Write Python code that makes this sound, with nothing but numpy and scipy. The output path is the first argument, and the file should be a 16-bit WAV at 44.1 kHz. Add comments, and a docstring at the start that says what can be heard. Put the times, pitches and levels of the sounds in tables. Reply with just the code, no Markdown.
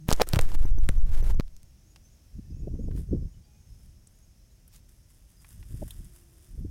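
"""A quiet clearing, heard through a camera that is being handled. Fingers click on the case, rub it
with stick-slip friction and press on the microphone port until it overloads and pips. Wind buffets the
port in turbulent puffs, a small far bird gives rising whistles, and two animals scuffle in dry litter,
whose crackle is a sum of tiny impacts. Under it all lie a hush of distant leaves, blended birdsong
and two soft hums."""
import sys
import numpy as np
from scipy import signal
from scipy.fft import rfft, irfft, next_fast_len
from scipy.io import wavfile
from scipy.ndimage import uniform_filter1d, map_coordinates

SR = 44100
rng = np.random.default_rng(int(sys.argv[2]) if len(sys.argv) > 2 else 0)


def unload_audio(sound):
    """Save the sound as a 16-bit wav file, at the path given as the first command line argument."""
    columns = np.transpose(np.atleast_2d(sound))
    # keep every value between -1 and 1, then stretch to whole-number steps
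    steps = np.round(np.clip(columns, -1, 1) * 32767)
    wavfile.write(sys.argv[1], SR, steps.astype(np.int16))


N = 295470

# Spectrum of distant leaves and birds: frequency_hz, density_db
HUSH_SPECTRUM = [(120, -32), (200, -3.5), (268, -11.5), (328, -10), (409, -16.5), (623, -17), (683, -18.5),
                 (821, -22), (1080, -25.5), (2510, -24.5), (4350, -26.5), (5420, -19), (7140, -25),
                 (10500, -25.5), (16000, -31)]
# Spectrum of many far birds blended: frequency_hz, density_db
CHORUS_SPECTRUM = [(3500, -52.5), (4600, -19.5), (5100, -5), (5500, 0), (5900, -14.5), (6350, 0.5),
                   (7100, -17), (9000, -75)]
# Soft wavering hums: centre_s, level_db, length_s, pitch_hz
HUMS = [(.04, -42, .12, 159.1), (6.261, -66, 0.93, 338.3)]
# Fingers catching on the case: start_s, level_db, pitch_hz
CLICKS = [(0.0851, -14.5, 11900), (0.09, -14.5, 3050), (0.1065, -9, 5480), (0.1147, -3.5, 990),
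          (0.1276, -5, 3600), (.1329, -5, 5900), (0.1635, -28, 7154), (0.2175, -8.5, 4070),
          (.2190, -4, 5200), (.2894, -12, 9150), (0.3344, -8, 4630), (0.3471, -15.5, 2680),
          (.3596, -8, 1280), (0.3902, -14.5, 3000), (0.3915, -3, 860), (0.4129, -13.5, 8300),
          (.4910, -33, 2050), (.5180, -22.5, 890), (0.836, -36, 2420), (0.8443, -36.5, 8150),
          (0.8897, -12, 8700), (.8897, -6.5, 1980), (1.3988, -12.5, 680), (1.4071, -25, 906),
          (1.4802, -40.5, 4500), (1.566, -35, 6600), (1.6314, -34.5, 7730)]
# Skin sliding on the case: start_s, end_s, level_db
RUBS = [(.088, .135, -40), (.135, .19, -51), (.208, .232, -43.5), (.272, .33, -55), (.33, .37, -45),
        (.395, .435, -50), (.435, .555, -53.5), (.585, .685, -55), (.832, .975, -62.5),
        (1.065, 1.11, -61.5), (1.115, 1.21, -53.5), (1.24, 1.322, -50.5)]
# Spectrum of skin friction: frequency_hz, density_db
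SKIN_SPECTRUM = [(150, -4), (350, 5), (700, -1), (1100, -4), (1600, -5), (2500, -10), (4800, -13.5),
                 (7000, -13.5), (14000, -16), (16000, -27)]
# Soft blows of the hand on the camera body: start_s, level_db, pitch_hz, t60_s
BUMPS = [(.0885, 0.5, 157, 0.0096), (.2112, -15, 473, 0.025), (.336, -4.5, 133, 0.028),
         (.365, -9.5, 89, 0.061), (.3925, -10, 77.5, 0.047), (.651, -14, 71, 0.028),
         (.781, -8.5, 59.6, 0.025), (.891, -10, 69.4, 0.053), (.976, -13, 51.4, 0.031),
         (1.226, -13.5, 81, 0.019), (1.299, -20.5, 79.5, 0.048), (1.3435, -15.5, 70.6, 0.013),
         (1.3975, 0, 125, 0.0089)]
# Spectrum of slow finger pressure on the port: frequency_hz, density_db
PRESSURE_SPECTRUM = [(4, -2), (10, 2.5), (28, -8), (50, -16.5), (100, -30.5), (200, -45), (500, -76.5),
                     (1000, -120)]
# Natural modes of the case: pitch_hz, level_db, t60_s
CASE_MODES = [(468, -0.5, 0.016), (759, -18.5, 0.032), (1381, -11.5, 0.019), (2460, -11.5, 0.015),
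              (3320, -28, 0.029), (3870, -15, 0.019), (4791, -15.5, 0.017), (5319, -13, 0.026)]
# Pips under the hardest presses: start_s, level_db
OVERLOADS = [(0.656, -41.5), (0.704, -46), (0.786, -38.5), (0.894, -42), (.911, -47), (.981, -43),
             (1.227, -40), (1.3453, -44.5), (1.400, -41)]
# A far bird's series of whistles, slowing down: top_s, level_db
WHISTLES = [(1.675, -71), (1.895, -63), (2.115, -65), (2.35, -72.5), (2.585, -64.5), (2.82, -63.5),
            (3.066, -74), (3.314, -69), (3.59, -71), (4.165, -68), (4.509, -70.5)]
# Contour of one whistle around its highest pitch: from_top_s, pitch_hz, relative_db
WHISTLE_CONTOUR = [(-.14, 5630, -14.5), (-.06, 6064, -13), (-.02, 6480, -5), (0, 7010, -14),
                   (0.013, 6760, -2.5), (.035, 6710, -11)]
# Other birds' notes: centre_s, level_db, length_s, start_hz, end_hz
BIRD_NOTES = [(2.06, -61.5, 0.063, 6090, 6240), (2.447, -82, 0.32, 1780, 1770),
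              (2.512, -65, .04, 5230, 4820), (2.554, -82.5, 0.69, 2610, 2585),
              (3.097, -69.5, .06, 6200, 6280), (3.345, -72, 0.029, 3050, 2900),
              (3.45, -70, .05, 4800, 4660), (3.533, -75.5, 0.33, 835, 825), (3.543, -77, 0.27, 2464, 2476),
              (4.238, -66, .06, 6470, 6580), (4.403, -74, .03, 3910, 4200), (4.512, -73, .03, 3940, 4040),
              (5.376, -65, .03, 5090, 4950), (5.401, -64.5, .03, 5170, 4790)]
# Moves of the animals in the litter: peak_s, level_db, rise_s, fall_s
ANIMAL_MOVES = [(2.85, -75, 0.16, .1), (2.984, -57.5, 0.025, 0.039), (3.83, -69.5, .15, .08),
                (4.1, -76, .03, 0.48), (4.76, -74, .04, 0.049), (4.89, -66, 0.0053, 0.09),
                (5.1, -63.5, 0.013, 0.086), (5.3, -70, .03, 0.052), (5.41, -63, 0.0046, 0.076),
                (5.51, -60, 0.028, 0.052), (5.88, -58, 0.33, .24), (6.161, -57, .02, .03),
                (6.46, -64, 0.21, 0.15)]
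# Spectrum of crackling dry leaves: frequency_hz, density_db
LITTER_SPECTRUM = [(530, -36), (900, -9), (1880, -4.5), (2330, -10), (3680, -6), (4150, -17.5), (4920, -4),
                   (5480, -9.5), (9420, 1), (13400, -5), (16000, -14)]
# Twigs and grit snapping: start_s, peak_db, pitch_hz, quality_factor
SNAPS = [(1.9593, -41.5, 1504, 0.23), (2.9111, -49.5, 1520, 0.99), (2.9739, -49, 1400, 0.87),
         (4.0708, -44.5, 8240, 2.3), (4.6777, -45.5, 10890, 1.54), (4.7602, -44.5, 7170, 1.5),
         (4.8909, -49, 7960, 1), (5.4446, -46.5, 1576, 0.63), (5.4880, -44, 10000, 1.7),
         (5.5254, -46.5, 12800, 1.7), (5.627, -46.5, 1700, 0.7), (5.8797, -40, 12000, 1.1),
         (5.88, -50.5, 900, .4), (5.9055, -37, 3580, 3.4), (5.9062, -35, 10800, 1.2),
         (6.0445, -47, 9080, 2.5), (6.5940, -53, 13000, 1.7)]
# Feet scraping the soil: centre_s, level_db, half_width_s, centre_hz
SCUFFS = [(2.979, -66, 0.04, 2270), (4.754, -57.5, .03, 5986)]
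# Gusts swelling over the breeze: peak_s, level_db, half_width_s
GUSTS = [(2.376, -43, 0.038), (2.533, -41, 0.099), (2.686, -34.5, 0.12), (2.865, -33, 0.13),
         (2.98, -32, 0.053), (3.136, -28.5, .05), (3.226, -33.5, 0.051), (3.382, -49.5, 0.066),
         (3.778, -54, 0.23), (5.624, -47.5, 0.1), (5.74, -38, .045), (5.831, -35.5, 0.046),
         (6.011, -44, 0.094), (6.63, -36, 0.093)]
# Spectrum of slow buffeting: frequency_hz, density_db
BUFFET_SPECTRUM = [(10, -20), (30, 4.5), (65, 2), (130, -6), (200, -16.5), (320, -33.5), (600, -67),
                   (1200, -100)]
# Spectrum of fast eddies: frequency_hz, density_db
EDDY_SPECTRUM = [(60, -25.5), (150, 8), (270, 3.5), (450, -9.5), (700, -29.5), (1100, -49), (2000, -60)]
# Single eddies hitting the port: centre_s, peak_db, pitch_hz
PUFFS = [(2.392, -32.5, 149.4), (2.506, -33.5, 127.6), (2.677, -26.5, 250), (2.796, -28.5, 204),
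         (2.840, -25.5, 106.4), (2.885, -31, 300), (3.133, -19, 187), (3.139, -26, 215),
         (3.152, -19.5, 160), (3.227, -44, 257), (5.826, -27.5, 320), (6.005, -41, 150.4),
         (6.611, -32.5, 120), (6.652, -29, 180)]

TOUCH_S, GRIP_S, LET_GO_S = .11, .39, 1.39  # the hand rests on the port, grips, lets go


def amp(db):
    """Amplitude ratio of a level in decibels."""
    return 10 ** (np.asarray(db) / 20)


def unit(x):
    """Normalisation to rms 1."""
    return x / np.sqrt(np.mean(x ** 2) + 1e-20)


def add(track, start_s, sound):
    """Superposition: a sound adds to the track from start_s on."""
    start = round(start_s * SR)
    part = sound[max(-start, 0):max(N - start, 0)]
    track[max(start, 0):][:len(part)] += part


def wobble(rate_hz):
    """Slow random modulation: a spline through rate_hz Gaussian values a second."""
    return map_coordinates(rng.standard_normal(int(N * rate_hz / SR) + 4), [np.arange(N) * rate_hz / SR])


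def envelope(start_s, end_s, attack_s, release_s):
    """Exponential growth up to start_s, a hold until end_s, then exponential decay."""
    t = np.arange(N) / SR
    return np.exp(np.minimum(t - start_s, 0) / attack_s - np.maximum(t - end_s, 0) / release_s)


def filtered(x, response):
    """Linear filtering: the spectrum of x is multiplied by a frequency response."""
    size = next_fast_len(len(x) + SR // 4)
    return irfft(rfft(x, size) * response(np.fft.rfftfreq(size, 1 / SR)), size)[:len(x)]


def coloured(x, spectrum):
    """Spectral shaping by a curve interpolated over log frequency, at rms 1."""
    knots_hz, db = np.transpose(spectrum)
    return unit(filtered(x, lambda hz: amp(np.interp(np.log(hz + 1), np.log(knots_hz + 1), db))))


def noise(spectrum):
    """Gaussian noise with a given spectral shape, at rms 1."""
    return coloured(rng.standard_normal(N), spectrum)


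def resonance(x, hz, q):
    """Band-pass response of a damped oscillator with natural frequency hz and quality factor q."""
    return filtered(x, lambda f: 1j * f * hz / q / (hz ** 2 - f ** 2 + 1j * f * hz / q))


def grains(rate_hz, spread_db):
    """Shot noise: tiny random impacts of very unequal size, at rms 1."""
    sizes = amp(spread_db * np.minimum(rng.exponential(size=N), 4))
    return unit((rng.random(N) < rate_hz / SR) * sizes * rng.standard_normal(N))


def tone(pitch_hz, waver):
    """Frequency modulation: a sine strays from its pitch track by about the fraction waver."""
    unsteady_hz = pitch_hz * (1 + waver * wobble(150)[:len(pitch_hz)])
    return np.sin(2 * np.pi * np.cumsum(unsteady_hz) / SR)


def saturate(x, ceiling):
    """Soft clipping: linear for small signals, levelling off towards the ceiling."""
    return x / (1 + (x / ceiling) ** 6) ** (1 / 6)


def impacts(rows, grit, grit_life):
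    """Impact excitation: a damped swing of the case, plus noise that lasts grit_life times as long."""
    out, t = np.zeros(N), np.arange(SR // 10) / SR
    for start_s, db, hz, t60_s in rows:
        swing = np.sin(2 * np.pi * hz * t) * amp(-60 * t / t60_s)
        hiss = resonance(resonance(rng.standard_normal(len(t)), hz, q=0.34), hz, q=0.17)
        crack = unit(hiss) * amp(-60 * t / (t60_s * grit_life))
        onset = 1 - np.exp(-t * hz * 12)  # softer, lower contacts take longer to build
        add(out, start_s, amp(db) * onset * (swing + grit * crack))
    return out


def distant_hush():
    """Incoherent summation: far leaves and birds merge into noise in which notes come and go."""
    spectrogram = signal.stft(noise(CHORUS_SPECTRUM), nperseg=1024)[2]
    patches = uniform_filter1d(rng.standard_normal(spectrogram.shape), size=3, axis=0)  # in frequency
    voices = unit(uniform_filter1d(patches, size=16, axis=1))  # and in time, to the length of a note
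    chorus = unit(signal.istft(spectrogram * amp(4.4 * voices), nperseg=1024)[1][:N])
    hush = amp(-68 + 0.95 * wobble(2.6)) * noise(HUSH_SPECTRUM)
    return hush + amp(-78.5 + wobble(9.8)) * chorus


def hums():
    """Random frequency modulation makes a soft fundamental and its weak octave waver."""
    out = np.zeros(N)
    for centre_s, db, length_s, hz in HUMS:
        pitch_hz = np.full(int(length_s * SR), float(hz))
        hum = tone(pitch_hz, waver=0.065) + amp(-17.5) * tone(2 * pitch_hz, waver=0.024)
        add(out, centre_s - length_s / 2, amp(db) * np.sqrt(np.hanning(len(hum))) * hum)
    return out


def finger_clicks():
    """Damping grows with frequency: harder, higher contacts die away sooner."""
    t60_at_1khz_s = 0.0023
    rows = [(start_s, db, hz, t60_at_1khz_s * (hz / 1000) ** -0.46) for start_s, db, hz in CLICKS]
    return impacts(rows, grit=0.46, grit_life=1.5)


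def skin_friction():
    """Sliding friction gives fine hiss with a few coarse catches; resting skin barely whispers."""
    resting = (TOUCH_S, LET_GO_S, -72.5)
    strokes = [amp(db) * envelope(start_s, end_s, attack_s=0.0045, release_s=0.0073)
               for start_s, end_s, db in [*RUBS, resting]]
    catches = grains(rate_hz=500, spread_db=4)
    texture = coloured(rng.standard_normal(N) + .45 * catches, SKIN_SPECTRUM)
    return np.max(strokes, axis=0) * amp(3 + 2.8 * wobble(80)) * texture


def port_pressure():
    """Saturation: finger pressure and soft blows drive the microphone beyond its linear range."""
    touch = amp(-29) * envelope(TOUCH_S, LET_GO_S, attack_s=.008, release_s=0.09)
    grip = amp(-14.5) * envelope(GRIP_S, LET_GO_S, attack_s=.03, release_s=0.022)
    pressure = np.maximum(touch, grip) * noise(PRESSURE_SPECTRUM)
    pressure += impacts(BUMPS, grit=0.3, grit_life=0.62)
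    seal_s, leak_s = .1278, 0.025  # a fingertip shuts the port and the trapped pressure leaks away
    t = np.arange(SR // 4) / SR
    add(pressure, seal_s, amp(-10) * np.exp(-t / leak_s))
    return saturate(pressure, ceiling=.26)


def finger_stutter():
    """Stick-slip: a finger slips ever faster and harder, then leaves the case ringing in its modes."""
    first_slip_s, slip_hz, slip_t60_s, ring_s = .1991, 710, .008, .2154
    gaps_s = .0068 * .7 ** np.arange(5)
    starts_s = first_slip_s + np.cumsum([0, *gaps_s])
    slips = [(start_s, -12 + .5 * k, slip_hz, slip_t60_s) for k, start_s in enumerate(starts_s)]
    out = impacts(slips, grit=0.28, grit_life=0.94)
    t = np.arange(SR // 10) / SR
    ring = sum(amp(db - 60 * t / t60_s) * np.sin(2 * np.pi * hz * t) for hz, db, t60_s in CASE_MODES)
    add(out, ring_s, amp(-12) * ring)
    return out


def overload_pips():
    """Damped oscillation: the overloaded input whistles for a few milliseconds, with its octave."""
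    pitch_hz, t60_s, attack_s = 6020, 0.015, 0.00091
    out, t = np.zeros(N), np.arange(SR // 20) / SR
    phase = 2 * np.pi * pitch_hz * t
    whistle = np.sin(phase) + amp(-5.5) * np.sin(2 * phase)
    pip = whistle * amp(-60 * t / t60_s) * (1 - np.exp(-t / attack_s))
    for start_s, db in OVERLOADS:
        add(out, start_s, amp(db) * pip)
    return out


def birds():
    """Whistles and notes are gliding pure tones; scattering by the bushes adds a reverberant tail."""
    calls = np.zeros(N)
    from_top_s, contour_hz, contour_db = np.transpose(WHISTLE_CONTOUR)
    t = np.arange(from_top_s[0], from_top_s[-1], 1 / SR)
    for top_s, db in WHISTLES:
        pitch_hz = np.interp(t, from_top_s, contour_hz) * (1 + rng.normal(0, 0.0029))
        gain = amp(db + np.interp(t, from_top_s, contour_db))
        add(calls, top_s + t[0], gain * tone(pitch_hz, waver=.005))
    for centre_s, db, length_s, start_hz, end_hz in BIRD_NOTES:
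        note = tone(np.linspace(start_hz, end_hz, int(length_s * SR)), waver=0.0094)
        add(calls, centre_s - length_s / 2, amp(db) * np.hanning(len(note)) * note)
    t, t60_s = np.arange(SR // 2) / SR, 0.38
    tail = rng.standard_normal(len(t)) * amp(-60 * t / t60_s)
    return calls + amp(-8) * signal.fftconvolve(calls, tail / np.linalg.norm(tail))[:N]


def animals_in_litter():
    """Impulsive noise: dry leaves crackle under each move, twigs snap and feet scrape the soil."""
    crackle = grains(rate_hz=3500, spread_db=2.5) + .6 * grains(rate_hz=260, spread_db=3)
    moves = [amp(db) * envelope(peak_s, peak_s, rise_s, fall_s)
             for peak_s, db, rise_s, fall_s in ANIMAL_MOVES]
    out = np.linalg.norm(moves, axis=0) * coloured(crackle, LITTER_SPECTRUM)  # moves add in power
    t, snap_t60_s = np.arange(SR // 20) / SR, 0.024
    for start_s, db, hz, q in SNAPS:
        burst = rng.standard_normal(len(t)) * amp(-60 * t / snap_t60_s)
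        snap = unit(resonance(resonance(burst, hz, q), hz, q)) + .35 * unit(burst)
        add(out, start_s + 0.00092, amp(db) * snap / np.abs(snap).max())
    for centre_s, db, half_width_s, hz in SCUFFS:
        stroke = np.exp(-((np.arange(N) / SR - centre_s) / half_width_s) ** 2)
        scrape = unit(resonance(grains(rate_hz=4000, spread_db=3), hz, q=0.26))
        out += amp(db) * stroke * scrape
    return out


def wind_gusts():
    """Turbulence: gusts over a breeze buffet the port and shed fast eddies at the pressure peaks."""
    t = np.arange(N) / SR
    gusts = [amp(db) * np.exp(-((t - peak_s) / half_width_s) ** 2) for peak_s, db, half_width_s in GUSTS]
    breeze = amp(-59)
    strength = np.hypot(breeze, np.linalg.norm(gusts, axis=0))
    buffet = noise(BUFFET_SPECTRUM)
    rumble = amp(3 + 1.1 * wobble(28)) * strength * buffet
    eddies = unit((0.24 + np.abs(buffet)) * amp(1.8 * wobble(60)) * noise(EDDY_SPECTRUM))
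    eddy_gain = amp(-38.5) * (strength / amp(-30)) ** 1.7  # eddies grow 1.7 dB per dB of wind
    return rumble + eddy_gain * eddies


def wind_puffs():
    """A single eddy hits the port as a band-limited pulse: it holds nothing finer than its own size."""
    out, t = np.zeros(N), np.arange(-SR // 20, SR // 20) / SR
    half_width_s = 0.0055
    for centre_s, db, hz in PUFFS:
        burst = rng.standard_normal(len(t)) * np.exp(-(t / half_width_s) ** 2)
        puff = filtered(burst, lambda f: f * np.exp(-.5 * (f / hz) ** 2))
        add(out, centre_s + t[0], amp(db) * puff / np.abs(puff).max())
    return out


def scene():
    """Superposition: all sources add at the one microphone."""
    hand = port_pressure() + skin_friction() + finger_clicks() + finger_stutter() + overload_pips()
    clearing = wind_gusts() + wind_puffs() + animals_in_litter() + birds() + hums() + distant_hush()
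    return (hand + clearing)[None]


def record(dry):
    """Soft clipping and band limiting: the camera rounds the sharpest peaks and cuts the top treble."""
    clipped = saturate(dry[0], ceiling=.5)
    return filtered(clipped, lambda hz: hz < 16200)[None]


dry = scene()
out = record(dry)
unload_audio(out)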